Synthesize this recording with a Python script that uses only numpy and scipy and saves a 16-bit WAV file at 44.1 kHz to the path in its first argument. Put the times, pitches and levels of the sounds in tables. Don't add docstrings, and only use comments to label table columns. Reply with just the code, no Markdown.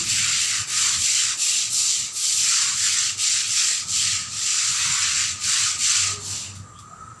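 import sys
import numpy as np
from scipy import signal
from scipy.fft import rfft, irfft, next_fast_len
from scipy.io import wavfile
from scipy.ndimage import uniform_filter1d, map_coordinates

SR = 44100
rng = np.random.default_rng(int(sys.argv[2]) if len(sys.argv) > 2 else 0)


def wav_record(signal):
    frames = np.transpose(np.atleast_2d(signal))
    bounded = np.clip(frames, -1, 1)
    quanta = np.round(bounded * 32767).astype(np.int16)
    wavfile.write(sys.argv[1], SR, quanta)


N = 317520
TIME_S = np.arange(N) / SR

# start/s, length/s, level/dB, speed-up/s, slow-down/s, bend f at start/Hz,
# bend f fully bent/Hz, share of stroke until fully bent/1, extra body round 1.9 kHz/dB, spray re rasp/dB
STROKE_ROWS = [(-.2, .27, -22.5, .1, .1, 1500, 1060, 0.55, -2, -23),
               (0.028, .46, -22.5, 0.1, .11, 2400, 1370, 0.49, 3.5, -21),
               (0.364, 0.31, -23.5, .1, 0.14, 2530, 1050, 0.88, 3, -21),
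               (0.657, 0.41, -21, 0.16, .21, 1740, 1090, 0.47, -0.5, -20),
               (0.965, 0.42, -20.5, .1, .17, 3120, 1170, 0.9, 0.5, -21),
               (1.365, .36, -21, 0.077, 0.18, 2700, 2130, .9, -1, -19.5),
               (1.691, 0.44, -21, 0.087, 0.28, 4400, 2700, 0.91, 3.5, -19),
               (2.113, .37, -21.5, 0.21, .17, 3450, 2700, 0.95, 0.5, -16.5),
               (2.328, 0.52, -20.5, 0.13, 0.28, 2300, 1100, 0.59, -0.5, -21.5),
               (2.729, 0.44, -21, 0.13, 0.17, 1950, 1380, 0.58, -1, -22),
               (3.166, 0.35, -21, .08, 0.17, 2620, 1700, 0.78, 0, -24),
               (3.441, 0.43, -20, 0.17, 0.23, 2200, 1680, 0.51, -1, -22),
               (3.858, 0.42, -20.7, 0.14, 0.3, 3940, 1400, 0.8, 1.5, -23),
               (4.287, .51, -22, 0.28, 0.2, 2630, 1320, 0.74, -0.5, -24),
               (4.6, .77, -22.5, 0.3, .18, 1200, 985, 0.41, 2.5, -20.7),
               (5.389, .41, -20.5, 0.15, .19, 2100, 1060, 0.43, 0, -23),
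               (5.767, 0.42, -19.5, .12, 0.27, 2420, 1340, 0.38, -0.5, -25),
               (6.192, 0.33, -29.5, 0.15, 0.24, 3650, 2300, 1, 1.5, -19)]
# t/s, level/dB
CREEP_LEVEL = [(0, -41), (1.7, -39), (2.1, -38), (3.9, -37), (4.3, -34.5), (5.35, -36), (6.15, -38.5),
               (6.5, -41), (6.68, -59.5)]
# f/Hz, level/dB
RASP_SPECTRUM = [(500, -21), (780, -15), (1000, -12), (1250, -4.5), (1700, -9.5), (2800, -4.5),
                 (3400, -6.5), (4500, -2), (5200, -3), (6200, 0.5), (6600, -4.5), (7300, 4), (8300, -5.5),
                 (9600, -17.5)]
# f/Hz, level/dB
SPRAY_SPECTRUM = [(6000, -11), (8500, 4.5), (9600, 1), (11000, -4.5), (12000, -9.5), (13000, -36)]
# t/s, level/dB
TICK_ROWS = [(6.553, -35), (6.789, -40)]
# f/Hz, t60/s
WALL_DECAY = [(200, .35), (2000, 0.41), (7000, 0.042), (12000, 0.43)]
# t/s, level/dB
RUMBLE_LEVEL = [(0, -42), (.25, -44), (.45, -49.5), (.95, -47.5), (1.15, -57.5), (2.4, -56.5), (3.1, -51),
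                (3.75, -59), (3.9, -42.5), (4.4, -47.5), (4.55, -58), (4.8, -48), (5.9, -54), (6.15, -44.5),
                (6.6, -44), (6.9, -48), (7.2, -44)]
# f/Hz, level/dB
RUMBLE_SPECTRUM = [(25, -28), (50, -18), (75, -12), (94, -1), (112, -1.5), (140, -8), (170, -12),
                   (210, -13), (320, -27.5), (600, -52)]
# t/s, level/dB
THUMP_ROWS = [(.05, -37.5), (.36, -44.5), (.6, -41), (1.0, -37), (1.28, -47), (1.68, -50), (2.03, -43.5),
              (2.74, -46), (3.49, -45.5), (4.71, -45), (4.89, -39), (5.15, -48), (5.34, -52), (5.47, -44.5),
              (5.63, -42.5), (5.79, -39)]
# t/s, level/dB
DISTANT_LEVEL = [(0, -55.5), (1.1, -58), (2.4, -60), (2.75, -59), (4.5, -59), (5.95, -59), (6.1, -52),
                 (6.4, -53.5), (6.7, -60), (7.2, -56.5)]
# f/Hz, level/dB
DISTANT_SPECTRUM = [(150, -4.5), (300, -2), (500, -5), (700, -6.5), (1000, -4), (1800, -5.5), (3000, -33),
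                    (6000, -48)]
# t/s, level/dB, f/Hz
WHINE_TRACK = [(0, -52.5, 1225), (2.3, -52.5, 1245), (4.2, -47, 1260), (5.9, -47.5, 1240),
               (6.11, -38.5, 1252), (6.25, -53.5, 1234), (6.58, -55, 1238), (6.66, -50.5, 1235),
               (6.8, -47.5, 1207), (6.96, -43.5, 1290), (7.12, -44.5, 1278), (7.2, -49, 1275)]
# t/s, length/s, f start/Hz, f end/Hz, width/Hz, level/dB
TONE_ROWS = [(-.08, 0.17, 339, 346, 23, -46.5), (4.851, 0.66, 86, 81.9, 5, -50.5),
             (5.945, 0.43, 96.8, 95.5, 5.6, -38.5), (6.017, 0.29, 411, 401, 22, -49.5),
             (6.03, 0.11, 690, 654, 25, -50.5), (6.026, .1, 740, 760, 28, -58),
             (6.42, 0.11, 3100, 2490, 260, -52), (6.436, 0.24, 98, 93.4, 1.8, -40),
             (6.72, .13, 3000, 3690, 530, -56), (6.89, .1, 670, 737, 68, -51)]
# f/Hz, level/dB
HISS_SPECTRUM = [(2200, -11.5), (3400, -17), (3900, -16), (5200, -24), (6000, -2), (6350, -7), (6650, -18),
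                 (7000, 0), (7450, 4), (8000, -5), (9000, -9.5), (10000, -18), (12500, -32)]

RECOVER_OCTAVES_PER_S = 1.9
SPLASH_DB, SPLASH_S = 13, 0.24
THUMP_S = 0.036
TOP_HZ = 13250


def amp(db):
    return 10 ** (np.asarray(db) / 20)


def unit(x):
    return x / np.sqrt(np.mean(x ** 2) + 1e-20)


def along(points, hz):
    f_hz, value = np.transpose(points)
    return np.interp(np.log(hz + 1), np.log(f_hz), value)


def curves(rows):
    knot_s, *columns = np.transpose(rows)
    return [np.interp(TIME_S, knot_s, column) for column in columns]


def noise():
    return rng.standard_normal(N)


def wobble(knots_per_s):
    knots = rng.standard_normal(int(N * knots_per_s / SR) + 4)
    return map_coordinates(knots, [np.arange(N) * knots_per_s / SR])


def filtered(x, response):
    size = next_fast_len(N + SR // 2)
    hz = np.fft.rfftfreq(size, 1 / SR)
    return irfft(rfft(x, size) * response(hz), size)[:N]


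def coloured(x, spectrum):
    low_hz, high_hz = spectrum[0][0], spectrum[-1][0]

    def response(hz):
        ends = np.minimum(hz / low_hz, 1) ** 2 / np.maximum(hz / high_hz, 1) ** 10
        return amp(along(spectrum, hz)) * ends

    return unit(filtered(x, response))


def flicks(per_s, spread_db):
    hit = rng.random(N) < per_s / SR
    sign = np.sign(noise())
    return unit(hit * sign * amp(spread_db * noise()))


def narrow(pitch_hz, width_hz):
    skirt = lambda hz: 1 / (1 + (2 * hz / width_hz) ** 2)
    in_phase, quadrature = [filtered(noise(), skirt) for _ in range(2)]
    phase = 2 * np.pi * np.cumsum(pitch_hz) / SR
    return unit(in_phase * np.cos(phase) + quadrature * np.sin(phase))


def patchy(z, depth_db):
    field = rng.standard_normal(z.shape)
    for _ in range(2):
        field = uniform_filter1d(field, size=3, axis=0)
        field = uniform_filter1d(field, size=11, axis=1)
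    return z * amp(depth_db * unit(field))


def brush():
    rasp_gain, spray_gain, bend_hz, body_db = strokes()
    creep_db, = curves(CREEP_LEVEL)
    grip = amp(0.18 * wobble(22))
    rasp = np.hypot(grip * rasp_gain, amp(creep_db)) * bristles(bend_hz, body_db)
    return amp(0.69) * rasp + spray_gain * water_film()


def strokes():
    power, spray_power, weight, octaves, body = np.zeros((5, N))
    ease = lambda u: np.sin(np.pi / 2 * np.clip(u, 0, 1))
    for (start_s, length_s, db, rise_s, fall_s,
         start_hz, bent_hz, bent_share, body_db, spray_db) in STROKE_ROWS:
        near = np.abs(TIME_S - start_s - length_s / 2) < length_s
        age_s = TIME_S[near] - start_s
        speed = ease(age_s / rise_s) * ease((length_s - age_s) / fall_s)
        push = (amp(db) * speed) ** 2
        age_s = np.clip(age_s, 0, length_s)
        bent_s = bent_share * length_s
        bending = np.log2(bent_hz / start_hz) * np.minimum(age_s / bent_s, 1)
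        recovering = RECOVER_OCTAVES_PER_S * np.maximum(age_s - bent_s, 0)
        splash_db = SPLASH_DB * np.exp(-age_s / SPLASH_S)
        power[near] += push
        spray_power[near] += push * amp(spray_db + splash_db) ** 2
        say = push + 1e-9
        weight[near] += say
        octaves[near] += say * (np.log2(start_hz) + bending + recovering)
        body[near] += say * body_db
    active = weight > 0
    blend = lambda v: np.interp(TIME_S, TIME_S[active], v[active] / weight[active])
    return np.sqrt(power), np.sqrt(spray_power), 2 ** blend(octaves), blend(body)


def bristles(bend_hz, body_db):
    tufts = amp(0.47 * wobble(60) + 0.43 * wobble(300))
    rasp = coloured(flicks(per_s=13000, spread_db=2) * tufts, RASP_SPECTRUM)
    hz, frame_s, z = signal.stft(rasp, SR, nperseg=512, noverlap=384)
    f_hz = hz[:, None] + 1
    bend_hz, body_db = [np.interp(frame_s, TIME_S, control) for control in (bend_hz, body_db)]
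    above = f_hz / bend_hz
    steepness, lowest_ratio, longest_hz, leak_db = 3.0, 0.73, 1350, -20
    edge_hz = np.minimum(lowest_ratio * bend_hz, longest_hz)
    share = 1 / (1 + above ** (-2 * steepness)) / (1 + (edge_hz / f_hz) ** 20)
    passed = np.sqrt(share + amp(leak_db) ** 2)
    ring = amp(2 * np.exp(-(np.log(above) / 0.063) ** 2))
    body = amp(body_db * np.exp(-(np.log(f_hz / 1900) / 0.57) ** 2))
    patch_db = along([(2500, 2.0), (6000, 0.8)], hz)[:, None]
    z = patchy(z, patch_db) * passed * ring * body
    return signal.istft(z, SR, nperseg=512, noverlap=384)[1][:N]


def water_film():
    droplets = flicks(per_s=2000, spread_db=0.0)
    return amp(0.62 * wobble(40)) * coloured(droplets, SPRAY_SPECTRUM)


def ticks(t60_s=0.21, spray_db=-8):
    touch = np.zeros(N)
    for start_s, db in TICK_ROWS:
        decay_db = -60 * np.abs(TIME_S - start_s) / t60_s
        touch += amp(db - 5 + decay_db) * (TIME_S >= start_s)
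    rustle = coloured(flicks(per_s=6000, spread_db=2), RASP_SPECTRUM)
    droplets = coloured(flicks(per_s=4000, spread_db=2), SPRAY_SPECTRUM)
    return touch * (rustle + amp(spray_db) * droplets)


def pop(at_s=3.714, width_s=0.00036, gain_db=-27):
    u = (TIME_S - at_s) / width_s
    return amp(gain_db) * u * np.exp(-u * u)


def balcony(x, wet_db):
    hop = SR // 10
    seeds = rng.standard_normal((N // hop + 2, SR // 3))
    hz, age_s, z = signal.stft(seeds, SR, nperseg=256)
    decay = amp(-60 * age_s / along(WALL_DECAY, hz)[:, None])
    tails = signal.istft(z * decay, SR, nperseg=256)[1]
    tails /= np.linalg.norm(tails, axis=1, keepdims=True)
    padded, wet = np.pad(x, (hop, SR)), np.zeros(N + 2 * SR)
    window = np.sqrt(np.hanning(2 * hop))
    for k, tail in enumerate(tails):
        piece = padded[k * hop:][:2 * hop] * window
        answer = signal.fftconvolve(piece, tail)
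        wet[k * hop:][:len(answer)] += answer
    return x + amp(wet_db) * wet[hop:hop + N]


def rumble():
    level_db, = curves(RUMBLE_LEVEL)
    thumps = sum(amp(db) * np.exp(-((TIME_S - peak_s) / THUMP_S) ** 2) for peak_s, db in THUMP_ROWS)
    gain = np.hypot(amp(level_db + 2.1 * wobble(9.5)), thumps)
    return gain * coloured(noise(), RUMBLE_SPECTRUM)


def distant_noise():
    level_db, = curves(DISTANT_LEVEL)
    return amp(level_db + 4.0 + 1.6 * wobble(17)) * coloured(noise(), DISTANT_SPECTRUM)


def whine():
    level_db, pitch_hz = curves(WHINE_TRACK)
    return amp(level_db) * narrow(pitch_hz, width_hz=122)


def tones():
    out = np.zeros(N)
    for start_s, length_s, start_hz, end_hz, width_hz, db in TONE_ROWS:
        u = np.clip((TIME_S - start_s) / length_s, 0, 1)
        pitch_hz = start_hz + u * (end_hz - start_hz)
        out += amp(db) * np.sin(np.pi * u) * narrow(pitch_hz, width_hz)
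    return out


def hiss(level_db=-54.0, patch_db=2):
    z = signal.stft(noise(), nperseg=512, noverlap=384)[2]
    uneven = signal.istft(patchy(z, patch_db), nperseg=512, noverlap=384)[1][:N]
    return amp(level_db) * coloured(uneven, HISS_SPECTRUM)


def scene():
    scrubbing = balcony(brush() + ticks(), wet_db=-9)
    background = rumble() + distant_noise() + whine() + tones() + hiss()
    mono = amp(-0.31) * scrubbing + pop() + background
    return np.array([mono, mono])


def record(dry):
    return np.array([filtered(channel, lambda hz: hz < TOP_HZ) for channel in dry])


dry = scene()
out = record(dry)
wav_record(out)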